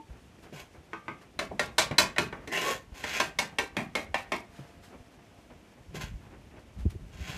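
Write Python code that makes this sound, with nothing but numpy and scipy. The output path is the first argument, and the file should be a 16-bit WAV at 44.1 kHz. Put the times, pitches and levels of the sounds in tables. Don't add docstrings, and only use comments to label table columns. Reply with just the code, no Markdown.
import sys
import numpy as np
from scipy import signal
from scipy.fft import rfft, irfft, next_fast_len
from scipy.io import wavfile

SR = 44100
rng = np.random.default_rng(int(sys.argv[2]) if len(sys.argv) > 2 else 0)


def master_out(mix):
    frames = np.transpose(np.atleast_2d(mix))
    ceiling = np.clip(frames, -1, 1)
    pcm = np.round(ceiling * 32767).astype(np.int16)
    wavfile.write(sys.argv[1], SR, pcm)


N = 325017
TIME = np.arange(N) / SR
AGE = TIME[:SR // 2]

# low edge in Hz, high edge in Hz.
BANDS = [(150, 700), (700, 1400), (1400, 3200), (3200, 7000), (7000, 14000)]
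# time in seconds, relative level in dB, hardness of the contact in dB,
# strength of the low knock in dB, favoured pitch in Hz. KNOCK_BALANCE scales hardness and low knock.
KNOCKS = [(0.93, -36, -16, -3, 1200), (1.079, -35, -17.5, -2, 1190), (1.388, -30, -5, -2, 3870),
          (1.592, -26.5, -4.5, -1.5, 1920), (1.779, -21.5, 1, -5, 990), (1.909, -37, -9.5, 2.5, 1200),
          (1.98, -18.5, 0.5, -7, 4100), (2.16, -36.5, -12, -7, 1960), (2.18, -24, -4.5, -2.5, 2370),
          (2.324, -39, -14, 0.5, 1210), (2.472, -45.5, -2, 8, 1870), (3.037, -35, -6.5, -1, 1810),
          (3.198, -23.5, -4.5, -5.5, 1025), (3.385, -26, -1.5, -7, 2160), (3.583, -26, -4, -4.5, 1830),
          (3.765, -31, -6.5, 3, 2330), (3.95, -29, -4.5, -1.5, 2320), (4.141, -25.5, -10.5, -6, 1017),
          (4.317, -28, -8.5, -1.5, 1065)]
SPOT_CHANGES = [1.3, 3.0, 3.7]
# pitch in Hz, time to fall by 60 dB in seconds,
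# then four relative levels in dB, one for each spot struck.
BRICK_MODES = [(246, 0.22, -28, -11.5, -6.5, -1.5), (330.8, 0.17, 0, -3.5, -20, -2),
               (451.6, 0.13, -23, -6, -1, -10.5), (595, 0.13, -28, 1, 3, 2.5),
               (652, .25, -32, -1.5, -25, 1), (782, 0.37, -25, -13.5, -1, -0.5),
               (873, 0.21, 5, -11, -33, 0), (950, 0.2, 8, -8, 2, -3), (983, 0.15, 9, -6.5, 0, -15),
               (1067, 0.14, 9, -8.5, 0.5, -4), (1120, 0.38, -3, -3.5, -9, -15),
               (1185, 0.41, -2.5, -16, -15, -13), (1249, 0.2464, 3.5, -17.5, -13, -24),
               (1390, 0.23, -4, -0.5, -1, -17), (1507, 0.12, 7, 2, -13, -18.5),
               (1579, 0.28, 3, -3, 1.5, -28), (1788, 0.13, -21, -2, -8, -3), (1877, 0.12, -19, -3, -8, -63),
               (2044, .16, -16, -5, -18, -15), (2173, 0.08, -20, -3.5, -2, -1.5),
               (2217, 0.13, -7, -6, -2.5, -11), (2540, .22, -5.5, -12.5, -13, -5.5),
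               (2720, 0.18, -25, -23, -6, -5), (3280, 0.021, -28, -7, 5, -3),
               (3600, 0.061, -32, -9, -4.5, -8)]
BLADE_MODES = [(3980, 0.074, -32, -5.5, -6, -35), (4074, 0.018, -32, -1, -39, -42),
               (4120, 0.1128, -32, -17.5, -10, -19), (5430, .11, -32, -15, -26, -26),
               (5990, 0.11, -32, -9.5, -12, -30), (6025, .14, -32, -18.5, -13, -28),
               (7440, 0.16, -36, -20, -26, -28), (8000, 0.055, -38, -24, -35, -34)]
# pitch in Hz, relative level in dB.
CLATTER = [(60, -17), (150, 1), (260, -1), (420, 3.5), (500, -0.5), (600, 3.5), (1080, 0.5), (1320, -8),
           (1700, -4), (2350, 0.5), (3000, -8), (5000, -10.5), (8000, -18.5), (14000, -31.5)]
# level in dB at hardness 0 and low knock 0,
# share of the hardness, share of the low knock (both plain factors).
KNOCK_BALANCE = [(0, 0, 1), (-3, 0, 0.082), (0.5, 0.032, 0.082), (0, 1.12, 0), (-6.5, 1.45, 0.12)]
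# pitch in Hz, time for the reflections to fall by 60 dB in seconds.
ROOM_T60 = [(150, 0.5), (500, 0.29), (1500, 0.3), (4000, 0.23), (10000, 0.18)]
# start in seconds, length in seconds, relative level in dB, change over the
# stroke in dB, weight in the lows in dB, sharpness in dB, release in seconds.
SCRAPES = [(0.529, 0.071, -57.5, 5, 4.5, 3, 0.032), (2.526, 0.19, -41.5, 3.5, 3.5, 2.5, .032),
           (2.945, 0.057, -59, 8, 1, 4, 0.034), (3.037, .15, -44, 7.5, -5, -1, 0.035),
           (5.949, 0.019, -52.5, 3, 1.5, 4, .025), (6.012, 0.0091, -40.5, -3, -1.5, 0.5, 0.039),
           (7.13, 0.17, -63, 18.5, -3, 0, 0.12)]
# level in dB, share of the weight,
# share of the sharpness (both plain factors).
SCRAPE_BALANCE = [(-1.5, 1, 0), (-6, 0.91, 0.48), (1.5, 0.28, 0), (-4.5, 0.1, 0.68), (-13, 0.44, 1.06)]
# pitch in Hz, relative level in dB.
GRIT = [(100, -6), (240, -11), (430, -6.5), (510, -9.5), (700, -6.5), (930, -2), (1100, 1), (1330, -6),
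        (1850, -5), (2900, -9.5), (3700, -9), (14000, -13.5)]
# pitch in Hz, width in Hz (20 or more is used),
# relative level in dB.
GRIT_PEAKS = [(414, 21, -22), (621, 12, -16), (905, 8.3, -9), (1040, 14, 21), (1860, 160, -21.5),
              (2120, 60, 4), (2230, 50, 12), (2530, 69, -28.5)]
# peak time in seconds, level in dB,
# pitch in Hz, width in Hz.
RUBS = [(2.547, -32.5, 1930, 400), (2.57, -32.5, 2820, 350), (2.675, -31.5, 1091, 40),
        (2.68, -35, 1812, 60.7), (2.69, -34, 502, 120), (3.16, -37.5, 2510, 300)]
# time in seconds, relative level in dB, pitch of the boom in Hz,
# fall of the boom in seconds, thud against boom in dB.
BUMPS = [(0.10, -32, 61.6, 0.017, -33), (0.527, -42, 141.3, 0.042, 1), (1.515, -36.5, 189, 0.035, 4.5),
         (1.912, -26.5, 149, 0.017, -4), (2.921, -28, 64, 0.0079, -29), (4.088, -37, 72, .018, -25),
         (4.59, -36.5, 129.7, 0.023, -2), (5.947, -36, 150.3, 0.051, -1), (6.138, -24, 58, 0.012, -18),
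         (6.775, -29, 62, 0.076, -13.5), (6.855, -13.5, 84, .014, -6), (6.953, -27.5, 95, 0.0093, -7.5),
         (7.206, -27, 66.7, 0.017, -27)]
# peak time in seconds, pitch in Hz, level in dB, rise in seconds,
# fall in seconds.
TONES = [(0, 895, -43, .002, 0.022), (0, 309, -43, .002, 0.014), (4.6, 691, -61.5, 0.45, .9)]
# peak time in seconds, level in dB, fall in seconds,
# top pitch in Hz.
RUSTLES = [(.435, -58, .033, 3940), (1.22, -54.5, .025, 1490), (4.571, -56, 0.14, 2120),
           (4.845, -57.5, 0.052, 4160), (5.38, -63, 0.033, 990), (6.23, -60.5, 0.076, 1180),
           (6.594, -61.5, 0.014, 2950), (6.797, -57, 0.043, 2600), (6.905, -53, 0.019, 4200)]
# time in seconds, rumble level in dB before the lumps are added.
AIR = [(0.0, -58), (0.45, -60), (0.98, -64), (1.68, -55), (4.29, -57), (4.41, -60), (5.75, -61.5),
       (6.08, -47), (6.53, -61), (6.73, -58.5), (6.94, -49), (7.37, -44)]
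# pitch in Hz, relative level in dB.
AIR_COLOUR = [(15, -42), (25, -18.5), (45, 6.5), (90, 3.5), (130, -1.5), (220, -5.5), (330, -7.5),
              (480, -11), (700, -12.5), (1200, -19), (2300, -20.5), (4000, -26.5), (6000, -25),
              (14000, -35.5)]
# low edge in Hz, high edge in Hz.
AIR_BANDS = [(25, 200), (200, 3000), (3000, 14000)]

FAVOURED_BAND_DB = 2.5
SOFT_RING_SHARE = 0.17
FIRM_DB, HISS_LIMIT_DB = -33, -24.5
RUB_RISE_S, RUB_FALL_S = 0.029, 0.041
BUMP_RISE_SHARE = 0.75
THUD_RISE_S, THUD_FALL_SHARE = 0.0024, 0.64
THUD_TOP_RATIO = 4
RUSTLE_RISE_SHARE = 0.32
SITE_MIDDLE_DB, SITE_TREBLE_DB = -59.5, -70.5
CUTOFF_HZ = 14200


def knocks(level_db=-5.5, travel_s=0.002, hiss_db=-22.5):
    out = np.zeros(N + len(AGE))
    base_db, hard_share, low_share = np.transpose(KNOCK_BALANCE)
    for s, db, hardness_db, low_knock_db, favoured_hz in KNOCKS:
        start = round((s + travel_s) * SR)
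        spot = np.searchsorted(SPOT_CHANGES, s)
        favoured = np.array([low <= favoured_hz < high for low, high in BANDS])
        band_db = db + base_db + hard_share * hardness_db + low_share * low_knock_db
        band_db = band_db + FAVOURED_BAND_DB * favoured
        blow = knock(spot, band_db, favoured_hz, -SOFT_RING_SHARE * hardness_db)
        hiss_gain = (db > FIRM_DB) * from_db(hiss_db + min(db, HISS_LIMIT_DB))
        out[start:start + len(AGE)] += blow + hiss_gain * held_hiss()
    return from_db(level_db) * out[:N]


def knock(spot, band_db, favoured_hz, free_ring_db, rise_s=0.0021):
    blow = 2 * energy_one(near_echoes(clatter())) + ring(spot, favoured_hz, free_ring_db) + thump()
    crunch_s = rise_s * from_db(band_db[3] - band_db[2])
    blow = blow * (1 - np.exp(-AGE / crunch_s))
    attack = SR // 25
    for _ in range(2):
        balance = []
        for (low, high), db in zip(BANDS, band_db):
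            present_db = 20 * np.log10(np.std(band(blow[:attack], low, high)))
            balance.append((np.sqrt(low * high), db - present_db))
        blow = coloured(blow, balance)
    return blow


def ring(spot, favoured_hz, free_ring_db, ring_db=-8.5, scatter_db=2.0, favour_db=10.5, favour_width=0.07):
    modes = np.array(BRICK_MODES + BLADE_MODES)
    hz, t60, mode_db = modes[:, 0], modes[:, 1], modes[:, 2 + spot]
    closeness = np.exp(-(np.log(hz / favoured_hz) / favour_width) ** 2)
    mode_db = mode_db + favour_db * closeness
    strengths = from_db(ring_db + free_ring_db + mode_db + scatter_db * rng.standard_normal(len(hz)))
    pitches = hz * (1 + 0.004 * rng.standard_normal(len(hz)))
    phases = rng.uniform(0, 2 * np.pi, len(hz))
    return sum(gain * energy_one(np.sin(2 * np.pi * f * AGE + phase) * dying(t))
               for gain, f, t, phase in zip(strengths, pitches, t60, phases))


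def clatter(crack_db=2.0, crack_t60=0.032, strike_db=4.0, strike_t60=0.011):
    contact = dying(crack_t60) + from_db(strike_db) * dying(strike_t60)
    burst = rng.standard_normal(len(AGE)) * contact
    crack = energy_one(signal.lfilter([1, -1], [1, -0.92], burst))
    return energy_one(coloured(from_db(crack_db) * crack + room_tail(), CLATTER))


def thump(thump_db=-18.0, thump_hz=80):
    return from_db(thump_db) * energy_one(np.sin(2 * np.pi * thump_hz * AGE) * dying(0.31))


def near_echoes(x, count=6, echo_db=-11.5):
    lags = rng.uniform(0.0006, 0.004, count)
    echoes = sum(np.pad(x, (round(lag * SR), 0))[:len(x)] * (-1) ** k for k, lag in enumerate(lags))
    return x + from_db(echo_db) * echoes


def room_tail(echo_s=0.036, echo_db=-12.0):
    edges = np.geomspace(40, 16000, 10)
    tail = sum(band(rng.standard_normal(len(AGE)), low, high) * dying(at_hz(ROOM_T60, np.sqrt(low * high)))
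               for low, high in zip(edges, edges[1:]))
    far_wall = np.interp(AGE - echo_s, AGE, dying(0.11), left=0) * rng.standard_normal(len(AGE))
    return energy_one(tail + from_db(echo_db) * far_wall)


def held_hiss(hold_s=0.091, stop_s=0.008, low_hz=2500, tilt_hz=4500, clump_db=4.0):
    knots = AGE[::200]
    clumps = np.interp(AGE, knots, rng.standard_normal(len(knots)))
    noise = rng.standard_normal(len(AGE)) * from_db(clump_db * clumps)
    hiss = band(noise, low_hz, low_hz + tilt_hz, order=1)
    return rms_one(hiss) * (1 - np.tanh((AGE - hold_s) / (2 * stop_s))) / 2


def scrapes(grains_per_s=1500, grain_db=4.0, body_db=-2.5, judder_db=0.9, rise_s=0.0049):
    sizes = from_db(grain_db * np.minimum(rng.exponential(1, N), 4)) * rng.choice([-1, 1], N)
    grains = sizes * (rng.random(N) < grains_per_s / SR) * from_db(judder_db * drift(53))
    body = sum(from_db(db) * rms_one(signal.lfilter(*signal.iirpeak(hz, hz / max(width, 20), fs=SR), grains))
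               for hz, width, db in GRIT_PEAKS)
    grit = rms_one(coloured(grains, GRIT)) + from_db(body_db) * rms_one(body)
    grit = grit + signal.fftconvolve(grit, room_tail())[:N]
    grit_bands = np.array([rms_one(band(grit, low, high)) for low, high in BANDS])
    base_db, weight_share, sharp_share = np.transpose(SCRAPE_BALANCE)
    out = np.zeros(N)
    for start, length, db, swell_db, weight_db, sharp_db, release_s in SCRAPES:
        gains = from_db(db + base_db + weight_share * weight_db + sharp_share * sharp_db)
        out += pressure(start, length, swell_db, rise_s, release_s) * (gains @ grit_bands)
    return out


def pressure(start, length, swell_db, rise_s, release_s):
    age = TIME - start
    outside = np.maximum(-age, 0) / rise_s + np.maximum(age - length, 0) / release_s
    return from_db(swell_db * np.clip(age / length, 0, 1)) * np.exp(-np.minimum(outside, 20))


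def rub():
    out = np.zeros(N)
    for s, db, hz, width in RUBS:
        rough = rms_one(band(rng.standard_normal(N), hz - width / 2, hz + width / 2))
        out += from_db(db) * swell(s, RUB_RISE_S, RUB_FALL_S) * rough
    return out


def bumps(wobble=0.15):
    out, white, wander = np.zeros(N), rng.standard_normal(N), np.cumsum(drift(60)) / SR
    for s, db, hz, fall, thud_db in BUMPS:
        rise = BUMP_RISE_SHARE * fall
        boom = swell(s + rise, rise, fall) * np.sin(2 * np.pi * hz * (TIME - s + wobble * wander))
        noise = rms_one(band(white, 80, max(THUD_TOP_RATIO * hz, 150)))
        thud = swell(s, THUD_RISE_S, THUD_FALL_SHARE * fall) * noise
        out += from_db(db) * (boom + from_db(thud_db) * thud) / np.sqrt(2)
    return out


def tones(waver=0.0039):
    clock = TIME + waver * np.cumsum(drift(17.6)) / SR
    return sum(from_db(db) * swell(s, rise, fall) * np.sin(2 * np.pi * hz * clock)
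               for s, hz, db, rise, fall in TONES)


def rustles(low_hz=700, clump_db=1.0):
    grains = rng.standard_normal(N) * from_db(clump_db * drift(200))
    return sum(from_db(db) * swell(s, RUSTLE_RISE_SHARE * fall, fall)
               * rms_one(band(grains, low_hz, top_hz, order=1))
               for s, db, fall, top_hz in RUSTLES)


def handling(touches_per_s=7, touch_db=-59.5, spread_db=2.0, fall_s=0.03, low_hz=250, top_hz=2200):
    sizes = from_db(spread_db * np.minimum(rng.exponential(1, N), 2))
    touches = sizes * (rng.random(N) < touches_per_s / SR)
    one_touch = swell(fall_s, RUSTLE_RISE_SHARE * fall_s, fall_s)[:len(AGE)]
    envelope = signal.fftconvolve(touches, one_touch)[:N]
    brush = band(rng.standard_normal(N), low_hz, top_hz, order=2)
    return from_db(touch_db) * envelope * rms_one(coloured(brush, AIR_COLOUR))


def background(lumps_db=4.5, flutter_db=1.02):
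    noise = coloured(rng.standard_normal(N), AIR_COLOUR)
    levels = [np.interp(TIME, *np.transpose(AIR)) + lumps_db * drift(37),
              SITE_MIDDLE_DB + flutter_db * drift(14),
              SITE_TREBLE_DB + flutter_db * drift(14)]
    return sum(from_db(db) * rms_one(band(noise, low, high)) for db, (low, high) in zip(levels, AIR_BANDS))


def swell(s, rise, fall):
    age = TIME - s
    return np.exp(-np.minimum(np.where(age < 0, (age / rise) ** 2, age / fall), 20))


def dying(t60):
    return np.exp(-np.log(1000) * AGE / max(t60, 1e-3))


def drift(rate):
    sos = signal.butter(2, rate, fs=SR, output="sos")
    return rms_one(signal.sosfilt(sos, rng.standard_normal(N + SR))[SR:])


def band(x, low, high, order=4):
    return signal.sosfilt(signal.butter(order, [low, high], "band", fs=SR, output="sos"), x)


def coloured(x, spectrum):
    size = 2 * next_fast_len(len(x))
    curve_db = at_hz(spectrum, np.fft.rfftfreq(size, 1 / SR))
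    cepstrum = irfft(np.log(from_db(curve_db)))
    cepstrum[1:size // 2] *= 2
    cepstrum[size // 2 + 1:] = 0
    return irfft(rfft(x, size) * np.exp(rfft(cepstrum)))[:len(x)]


def at_hz(points, hz):
    points = np.array(points)
    return np.interp(np.log(np.maximum(hz, 1)), np.log(points[:, 0]), points[:, 1])


def from_db(db):
    return 10 ** (np.asarray(db) / 20)


def rms_one(x):
    return x / np.sqrt(np.mean(x ** 2) + 1e-20)


def energy_one(x):
    return rms_one(x) / np.sqrt(len(x))


def scene():
    work = knocks() + scrapes() + rub()
    surroundings = bumps() + tones() + rustles() + handling() + background()
    return (work + surroundings)[None]


def record(dry, low_cut_hz=36):
    dry = signal.sosfilt(signal.butter(2, low_cut_hz, "high", fs=SR, output="sos"), dry)
    return signal.sosfilt(signal.ellip(12, 0.2, 90, CUTOFF_HZ, fs=SR, output="sos"), dry)


dry = scene()
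out = record(dry)
master_out(out)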